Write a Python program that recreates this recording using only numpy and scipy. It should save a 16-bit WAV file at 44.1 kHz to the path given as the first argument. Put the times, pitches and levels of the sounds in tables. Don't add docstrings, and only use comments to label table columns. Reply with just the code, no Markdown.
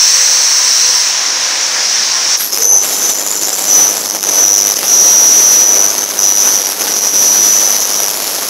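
import sys
import numpy as np
from scipy import signal
from scipy.io import wavfile
from scipy.ndimage import uniform_filter1d, map_coordinates

SR = 44100
rng = np.random.default_rng(int(sys.argv[2]) if len(sys.argv) > 2 else 0)


def store_wav(level_fs):
    pcm = np.round(np.clip(np.atleast_2d(level_fs), -1, 1) * 32767)
    wavfile.write(sys.argv[1], SR, pcm.T.astype(np.int16))


N = 374409
T = np.arange(N) / SR
CHOP_HZ = 100.0

# time in seconds, fizz level in dB, level of the rattling walls in dB,
# burstiness in dB (negative counts as none), chop by the half-wave in dB.
CAVITATION = [(2.36, -26.5, -27, 1, -1), (2.41, -15, -44, 4, -1), (2.5, -22.5, -32, 4, 1),
              (2.57, -14.5, -23.5, 5, 4), (2.65, -21, -28.5, 5.5, 0.5), (2.7, -26, -26.5, -7, 0),
              (2.79, -20, -23.5, 1, 0.5), (2.85, -15.5, -25.5, 3.5, 0.5), (3.1, -17, -27, 4, 0.5),
              (3.2, -19, -26.5, 5, 2.5), (3.59, -18, -27, 5, 1.5), (3.8, -14, -22.5, 2, 1),
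              (3.92, -17, -26, 4, 2), (4.18, -20, -26.5, 7, 3.5), (4.36, -16, -22.5, 4, -2),
              (4.55, -16, -24.5, 5, 7.5), (4.85, -16, -25.5, 5, 1), (5.1, -15, -23, 2, 0),
              (5.55, -14.5, -25.5, 1, 0), (5.7, -15.5, -21, 4, 2), (6.1, -18.5, -26, 5.5, 3),
              (6.25, -15.5, -25, 4.5, 3.5), (6.5, -15, -23.5, 3.5, 1.5), (6.8, -16.5, -24.5, 5.5, 1.5),
              (7.1, -17, -25, 5, -0.5), (7.2, -14.5, -25, 2.5, -1), (7.5, -15, -25.5, 1, -0.5),
              (7.95, -16.5, -26, 5, 3), (8.49, -16.5, -27.5, 4.5, 0)]


def gain_of(db):
    return 10 ** (np.asarray(db) / 20)


def evened(x):
    return x / np.sqrt(np.mean(np.abs(x) ** 2) + 1e-20)


def curves(rows):
    s, *columns = np.transpose(rows)
    since_start = T - s[0] + (s[0] == 0)
    until_end = s[-1] - T + (s[-1] > T[-1] - .02)
    gate = np.clip(np.minimum(since_start, until_end) / .015, 0, 1)
    return gate, [np.interp(T, s, c) for c in columns]


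def wander(hz, t=T):
    knots = np.linspace(0, N / SR, 2000)
    smooth = map_coordinates(rng.standard_normal(400), [knots * hz], order=3, mode="wrap")
    return np.interp(t, knots, smooth)


def noise(points, patchy_db):
    frames, hz = N // 256 + 5, np.fft.rfftfreq(1024, 1 / SR)
    real, imaginary, patches = rng.standard_normal((frames, 513, 3)).T
    patches = uniform_filter1d(patches, size=12, axis=0)
    patches = evened(uniform_filter1d(patches, size=12, axis=1))
    f, db = np.transpose(points)
    shape_db = np.interp(np.log(hz + 1), np.log(f), db)[:, None]
    spectra = (real + 1j * imaginary) * gain_of(shape_db + patchy_db * patches)
    return evened(signal.istft(spectra, nperseg=1024, noverlap=768)[1][:N])


def swell(start, rise, hold, fall, db, change_db):
    t = T - start
    rising = t / max(rise, .005)
    falling = (rise + hold + fall - t) / max(fall, .005)
    edge = np.clip(np.minimum(rising, falling), 0, 1)
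    held = np.clip((t - rise) / max(hold, .005), 0, 1)
    return edge ** 1.03 * gain_of(db + change_db * held)


def swells(rows):
    return np.sqrt(sum(swell(*row) ** 2 for row in rows))


def half_waves():
    # time in seconds, delay in milliseconds.
    burst_delay = [(2.36, 4.5), (2.6, 4.6), (3.08, 6.6), (4.2, -.9), (4.4, 2.2), (4.64, 1.7), (4.76, -.1),
                   (4.88, 1.4), (5.72, 3.1), (5.84, 4.4), (6.08, .6), (6.32, 3.2), (6.44, 3.2), (6.7, 11),
                   (7.64, 7.1), (7.88, 3.9), (8.12, 2.8), (8.49, 3)]
    return CHOP_HZ * (T - curves(burst_delay)[1][0] / 1000)


def burst_envelope(mains):
    burst_db, throb_db = curves(CAVITATION)[1][2:]
    slot = np.floor(2 * mains + .5).astype(int)
    size = np.minimum(rng.standard_normal(2000)[slot], 1.3)
    pulse = np.cos(2 * np.pi * mains) ** 2
    spikes = uniform_filter1d(rng.standard_normal(N), size=40)
    spikes = evened(uniform_filter1d(spikes, size=40))
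    clumps = .15 * wander(40)
    field = 1.3 * pulse + 0.33 * size * pulse + .5 * spikes + clumps
    level_db = np.clip(burst_db, 0, 12) * field + throb_db * np.cos(2 * np.pi * mains)
    bursts = gain_of(level_db) + 0.13
    return bursts / np.sqrt(uniform_filter1d(bursts ** 2, size=3500))


def dips():
    # time in seconds, half width in seconds, nominal depth in dB.
    brief_dips = [(2.58, 0.022, -5.5), (2.8, 0.02, -5), (3.14, 0.016, -2.5), (3.385, .015, -2),
                  (4.205, 0.019, -6.5), (4.75, 0.0094, -9), (4.816, .015, -4.5), (5.66, 0.03, -2.5),
                  (6.07, 0.042, -3), (6.35, 0.021, -6), (6.63, 0.036, -4.5), (6.755, .03, -5),
                  (7.005, 0.029, -3), (7.12, 0.032, -4), (8.16, 0.024, -1.5)]
    return sum(db * np.exp(-((T - s) / width) ** 2) for s, width, db in brief_dips)


def bubbles(bursts, squeal_db, dip_db):
    # frequency in Hz, relative density in dB per Hz.
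    fizz_spectrum = [(710, -15.5), (1200, -11), (2830, -13), (4160, -9), (4880, -7), (6050, -1.5),
                     (7340, -11.5), (8170, -13), (9900, -12.5), (11500, -3), (13100, -15), (15500, -15.5)]
    wall_spectrum = [(15, -55), (25, -40), (64, -45), (91, -58), (162, -48.5), (193, -13.5), (262, -5),
                     (409, 0.5), (715, 0.5), (1600, -9.5), (2500, -13.5), (3250, -11), (5500, -120)]
    ring_spectrum = [(4300, -46), (5200, 1), (5900, -3), (6300, 3.5), (7000, -8), (8200, -21)]
    # start, rise, hold and fall in seconds, level in dB,
    # change over the hold in dB.
    start_ringing = [(2.355, .01, .01, .04, -16, 0), (2.49, 0.051, .09, .04, -16, 0)]
    flicker_hz = 24.92
    gate, (fizz_db, walls_db, _, _) = curves(CAVITATION)
    flicker_db = 0.71 * wander(flicker_hz)
    ring_db = 3 * wander(flicker_hz) + dip_db
    over_db = squeal_db + 10
    harsh = gain_of(-18.5 + 0.5 * np.minimum(over_db, 0) - 0.58 * np.maximum(over_db, 0))
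    ring = np.hypot(harsh, swells(start_ringing)) * noise(ring_spectrum, patchy_db=.8)
    fizz = gain_of(fizz_db + flicker_db + 0.7 * dip_db) * noise(fizz_spectrum, patchy_db=0.7)
    walls = gain_of(walls_db + flicker_db + 1.1 * dip_db) * noise(wall_spectrum, patchy_db=0.5)
    return gate * ((fizz + gain_of(ring_db) * ring) * bursts + walls * bursts ** 0.94)


def squeal(level, pitch, mains, spread_hz, sweep, skirt, shaky_db, shake_hz, rough):
    on = level > 0
    hz, centre_hz = (c[on] for c in curves(pitch)[1])
    turns, tone, power = np.cumsum(hz) / SR, 0, 0
    for k in range(-6, 10):
        off = (hz + k * CHOP_HZ - centre_hz) / spread_hz + 0.45
        hump = np.exp(-off ** 2 / 2) + skirt / (1 + (off - 1.5) ** 2 / 9)
        height = hump * gain_of(shaky_db * wander(shake_hz, T[on]))
        phase = 2 * np.pi * (turns + k * mains[on]) + sweep * off ** 2 + 0.4 * wander(shake_hz, T[on])
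        tone = tone + height * np.cos(phase)
        power = power + height ** 2 / 2
    blur = evened(uniform_filter1d(rng.standard_normal(len(hz)), size=150))
    out = np.zeros(N)
    out[on] = tone / np.sqrt(power) * (np.sqrt(1 - rough) + np.sqrt(rough) * blur)
    return level * out


def main_squeal_level():
    # start, rise, hold and fall in seconds, level in dB, change over the hold in dB.
    main_events = [(2.54, 0.2, 0.043, .07, -4.5, 0), (2.88, 0.22, 0.011, 0.071, -12, -3),
                   (3.64, 0.097, 0.084, 0.14, -6.5, 0), (3.99, 0.13, .11, .03, -20, -6),
                   (4.17, 0.27, .25, .14, -7, -6.5), (4.83, .11, 0.76, 0.16, -6, -0.5),
                   (5.72, 0.11, .01, 0.12, -7.5, -2), (5.92, 0.062, .01, 0.096, -16.5, 2.5),
                   (6.18, 0.051, 0.32, .14, -9, -1), (6.6, .04, 0.094, .03, -25, -2),
                   (6.77, 0.4, 0.38, 0.43, -9.5, 1), (7.84, .15, 0.076, 0.086, -13.5, -5)]
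    # start and end in seconds, level in dB, random spread in dB, rate in Hz.
    sputtering = (3, 7, -28.5, 7.5, 32)
    start, end, db, spread_db, hz = sputtering
    sputter = ((T > start) & (T < end)) * gain_of(db + spread_db * wander(hz))
    return np.hypot(swells(main_events), sputter)


def main_squeal(level, mains):
    # time in seconds, frequency of one line in Hz, centre of the comb in Hz.
    main_pitch = [(2.5, 5872, 6075), (2.8, 5872, 6085), (2.9, 5852, 6095), (3.1, 5848, 6045),
                  (3.7, 5900, 6005), (3.9, 5903, 6010), (4.15, 5905, 6060), (4.35, 5901, 5990),
                  (4.5, 5891, 5950), (4.7, 5884, 5955), (4.85, 5882, 5985), (5.0, 5859, 5910),
                  (5.5, 5859, 5890), (5.8, 5861, 5990), (6.0, 5876, 6060), (6.3, 5870, 5985),
                  (6.7, 5868, 5890), (6.9, 5868, 5945), (7.1, 5861, 5900), (7.3, 5860, 5940),
                  (7.7, 5871, 6020), (8.0, 5874, 5920), (8.3, 5874, 5945)]
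    return squeal(level, main_pitch, mains, spread_hz=86.6, sweep=0.693, skirt=0.35,
                  shaky_db=3.1, shake_hz=6.6, rough=0.011)


def upper_squeal(mains):
    # start, rise, hold and fall in seconds, level in dB, change over the hold in dB.
    upper_events = [(2.785, .035, .14, .14, -23.5, 1), (3.07, .02, .01, .045, -20, 0),
                    (3.14, .025, .53, 0.071, -23, 1), (3.87, .09, 0.093, .08, -23, -3)]
    # time in seconds, frequency of one line in Hz, centre of the comb in Hz.
    upper_pitch = [(2.78, 7093, 7480), (3.05, 7085, 7400), (3.17, 7040, 7330), (3.45, 7031, 7330),
                   (3.55, 7002, 7480), (3.85, 7000, 7400), (4.12, 7015, 7430)]
    return squeal(swells(upper_events), upper_pitch, mains, spread_hz=300, sweep=2.2, skirt=.3,
                  shaky_db=4, shake_hz=20, rough=.6)


def start_squeal(mains):
    # start, rise, hold and fall in seconds, level in dB, change over the hold in dB.
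    start_events = [(2.38, .055, .01, .06, -20, 0), (2.48, 0.045, 0.235, 0.047, -26.5, 9)]
    # time in seconds, frequency of one line in Hz, centre of the comb in Hz.
    start_pitch = [(2.38, 11595, 11800), (2.52, 11598, 11830), (2.6, 11645, 11930), (2.68, 11655, 11500),
                   (2.86, 11650, 11350)]
    return squeal(swells(start_events), start_pitch, mains, spread_hz=165, sweep=0.89, skirt=.15,
                  shaky_db=14, shake_hz=15, rough=0.14)


def jet():
    # time in seconds, level in dB, openness from 0 (throttled) to 1 (bright).
    valve = [(0, -7, 0.96), (.56, -9.5, 0.95), (.8, -8.5, 0.89), (1.0, -10, 0.85), (1.15, -13.5, .24),
             (1.4, -14, .05), (2.0, -12.5, .15), (2.2, -13, 0.27), (2.35, -10.5, 0.25), (2.375, -22, .2),
             (2.5, -29, .2)]
    # frequency in Hz, relative density in dB per Hz.
    open_spectrum = [(2500, -42), (3700, -20.5), (4100, -10), (5000, -12), (5350, -1), (5850, 0.5),
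                     (6350, -3.5), (6900, -17), (7500, -15), (8400, -16.5), (8700, -28), (10500, -22.5),
                     (11200, -33.5), (15600, -26)]
    throttled_spectrum = [(2500, -27.5), (3800, -15.5), (4900, -8.5), (5300, -4), (5700, -1), (6400, -8),
                          (7000, -13.5), (7800, -21), (9500, -26), (11000, -31.5), (15600, -36)]
    gate, (db, openness) = curves(valve)
    openness = np.clip(openness, 0, 1)
    bright = np.sqrt(openness) * noise(open_spectrum, patchy_db=1.0)
    throttled = np.sqrt(1 - openness) * noise(throttled_spectrum, patchy_db=1.5)
    return gate * gain_of(db) * (bright + throttled)


def whistle(start, rise, hold, fall, db, change_db, first_hz, last_hz, width):
    level = swell(start, rise, hold, fall, db, change_db)
    on = level > 0
    hz = np.linspace(first_hz, last_hz, on.sum())
    r = np.exp(-np.pi * width / SR)
    real, imaginary = rng.standard_normal((2, N))[:, on]
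    flutter = signal.lfilter([1 - r], [1, -r], real + 1j * imaginary)
    flutter = evened(signal.lfilter([1 - r], [1, -r], flutter))
    steady = 6 / width
    carrier = np.exp(2j * np.pi * np.cumsum(hz) / SR)
    tone = np.zeros(N)
    tone[on] = ((steady + flutter) / np.hypot(steady, 1) * carrier).real
    return level * np.sqrt(2) * tone


def whistles():
    # start, rise, hold and fall in seconds, level in dB, change over the hold in dB,
    # first and last frequency in Hz, bandwidth of each flutter filter in Hz.
    thin_tones = [(0, .01, .7, .1, -42, -1, 520, 513, 7), (.72, .13, .05, .25, -38, 0, 497, 495, 7),
                  (1.15, .2, .99, .05, -40, 4.5, 512, 531, 3), (.42, .18, .01, .18, -34, 0, 1010, 1005, 25),
                  (.75, .25, .01, .22, -34, 0, 995, 995, 25), (1.18, .22, .01, .22, -34, 0, 1030, 1035, 25),
                  (2.04, .06, .15, .06, -33, -3, 1090, 1010, 25), (.5, .3, .7, .35, -32, 1, 4059, 4061, 3),
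                  (0, .01, 2.0, .3, -53, 1, 295, 290, 6), (2.86, .06, .63, .2, -25, 0, 6978, 6981, 70),
                  (7.98, .24, .02, .12, -29, 0, 7000, 6992, 30),
                  (0, .01, .94, .17, -32, 0, 8320, 8240, 250), (2.55, .08, .02, .04, -26, 0, 450, 490, 40),
                  (2.5, .03, .03, .03, -33, 0, 360, 400, 40), (2.68, .06, .02, .03, -33, 0, 495, 500, 60),
                  (2.7, .03, .05, .03, -32, 0, 808, 800, 80),
                  (2.49, .04, .06, .04, -25, 0, 5150, 5250, 150)]
    return sum(whistle(*row) for row in thin_tones)


def hum(squeal_db):
    # frequency in Hz, level in dB before it follows the squeal and wavers.
    harmonics = [(100.1, -46), (199.8, -42.5), (299.7, -42.5), (399.6, -46)]
    gate = np.clip((T - 2.85) / .3, 0, 1)
    follow_db = 0.45 * uniform_filter1d(squeal_db + 5.0, size=8000)
    total = 0
    for hz, db in harmonics:
        level = gain_of(db + follow_db + 2.5 * wander(3.11))
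        total = total + level * np.sqrt(2) * np.sin(2 * np.pi * hz * T)
    return gate * total


def hall():
    # frequency in Hz, relative density in dB per Hz.
    roar_spectrum = [(18, -95), (30, -65), (112, -34), (152, -23), (193, -36), (214, -21.5), (284, -15.5),
                     (462, -12.5), (511, -9), (666, -7), (1020, -3.5), (1200, -5.5), (1760, -1.5),
                     (3800, -5.5), (4940, -31), (8360, -120)]
    # time in seconds, level in dB, lift of the bass in dB.
    roar_level = [(0.0, -21, -2), (1.0, -21.5, -1), (1.6, -21.5, 2), (2.36, -22, 1), (2.39, -45, 0),
                  (2.5, -44, 0)]
    gate, (db, bass_db) = curves(roar_level)
    roar = noise(roar_spectrum, patchy_db=0.8)
    bass = signal.sosfiltfilt(signal.butter(2, 700, fs=SR, output="sos"), roar)
    return gate * gain_of(db) * (roar + (gain_of(bass_db) - 1) * bass)


def scene():
    mains = half_waves()
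    bursts, main_level, dip_db = burst_envelope(mains), main_squeal_level(), dips()
    squeal_db = 20 * np.log10(main_level + gain_of(-31))
    squeals = main_squeal(main_level * gain_of(1.1 * dip_db), mains)
    squeals += upper_squeal(mains) + start_squeal(mains)
    tank = bubbles(bursts, squeal_db, dip_db) + squeals * bursts ** 1.24
    mono = tank + jet() + whistles() + hum(squeal_db) + hall()
    return np.array([mono, mono])


def record(dry):
    clipped = dry / (1 + np.abs(dry / .93) ** 8) ** (1 / 8)
    thin = signal.sosfilt(signal.butter(3, 150, "high", fs=SR, output="sos"), clipped)
    band_limit = signal.firwin(1023, 15700, window=("kaiser", 9), fs=SR)
    return signal.oaconvolve(thin, band_limit[None], "same")


dry = scene()
out = record(dry)
store_wav(out)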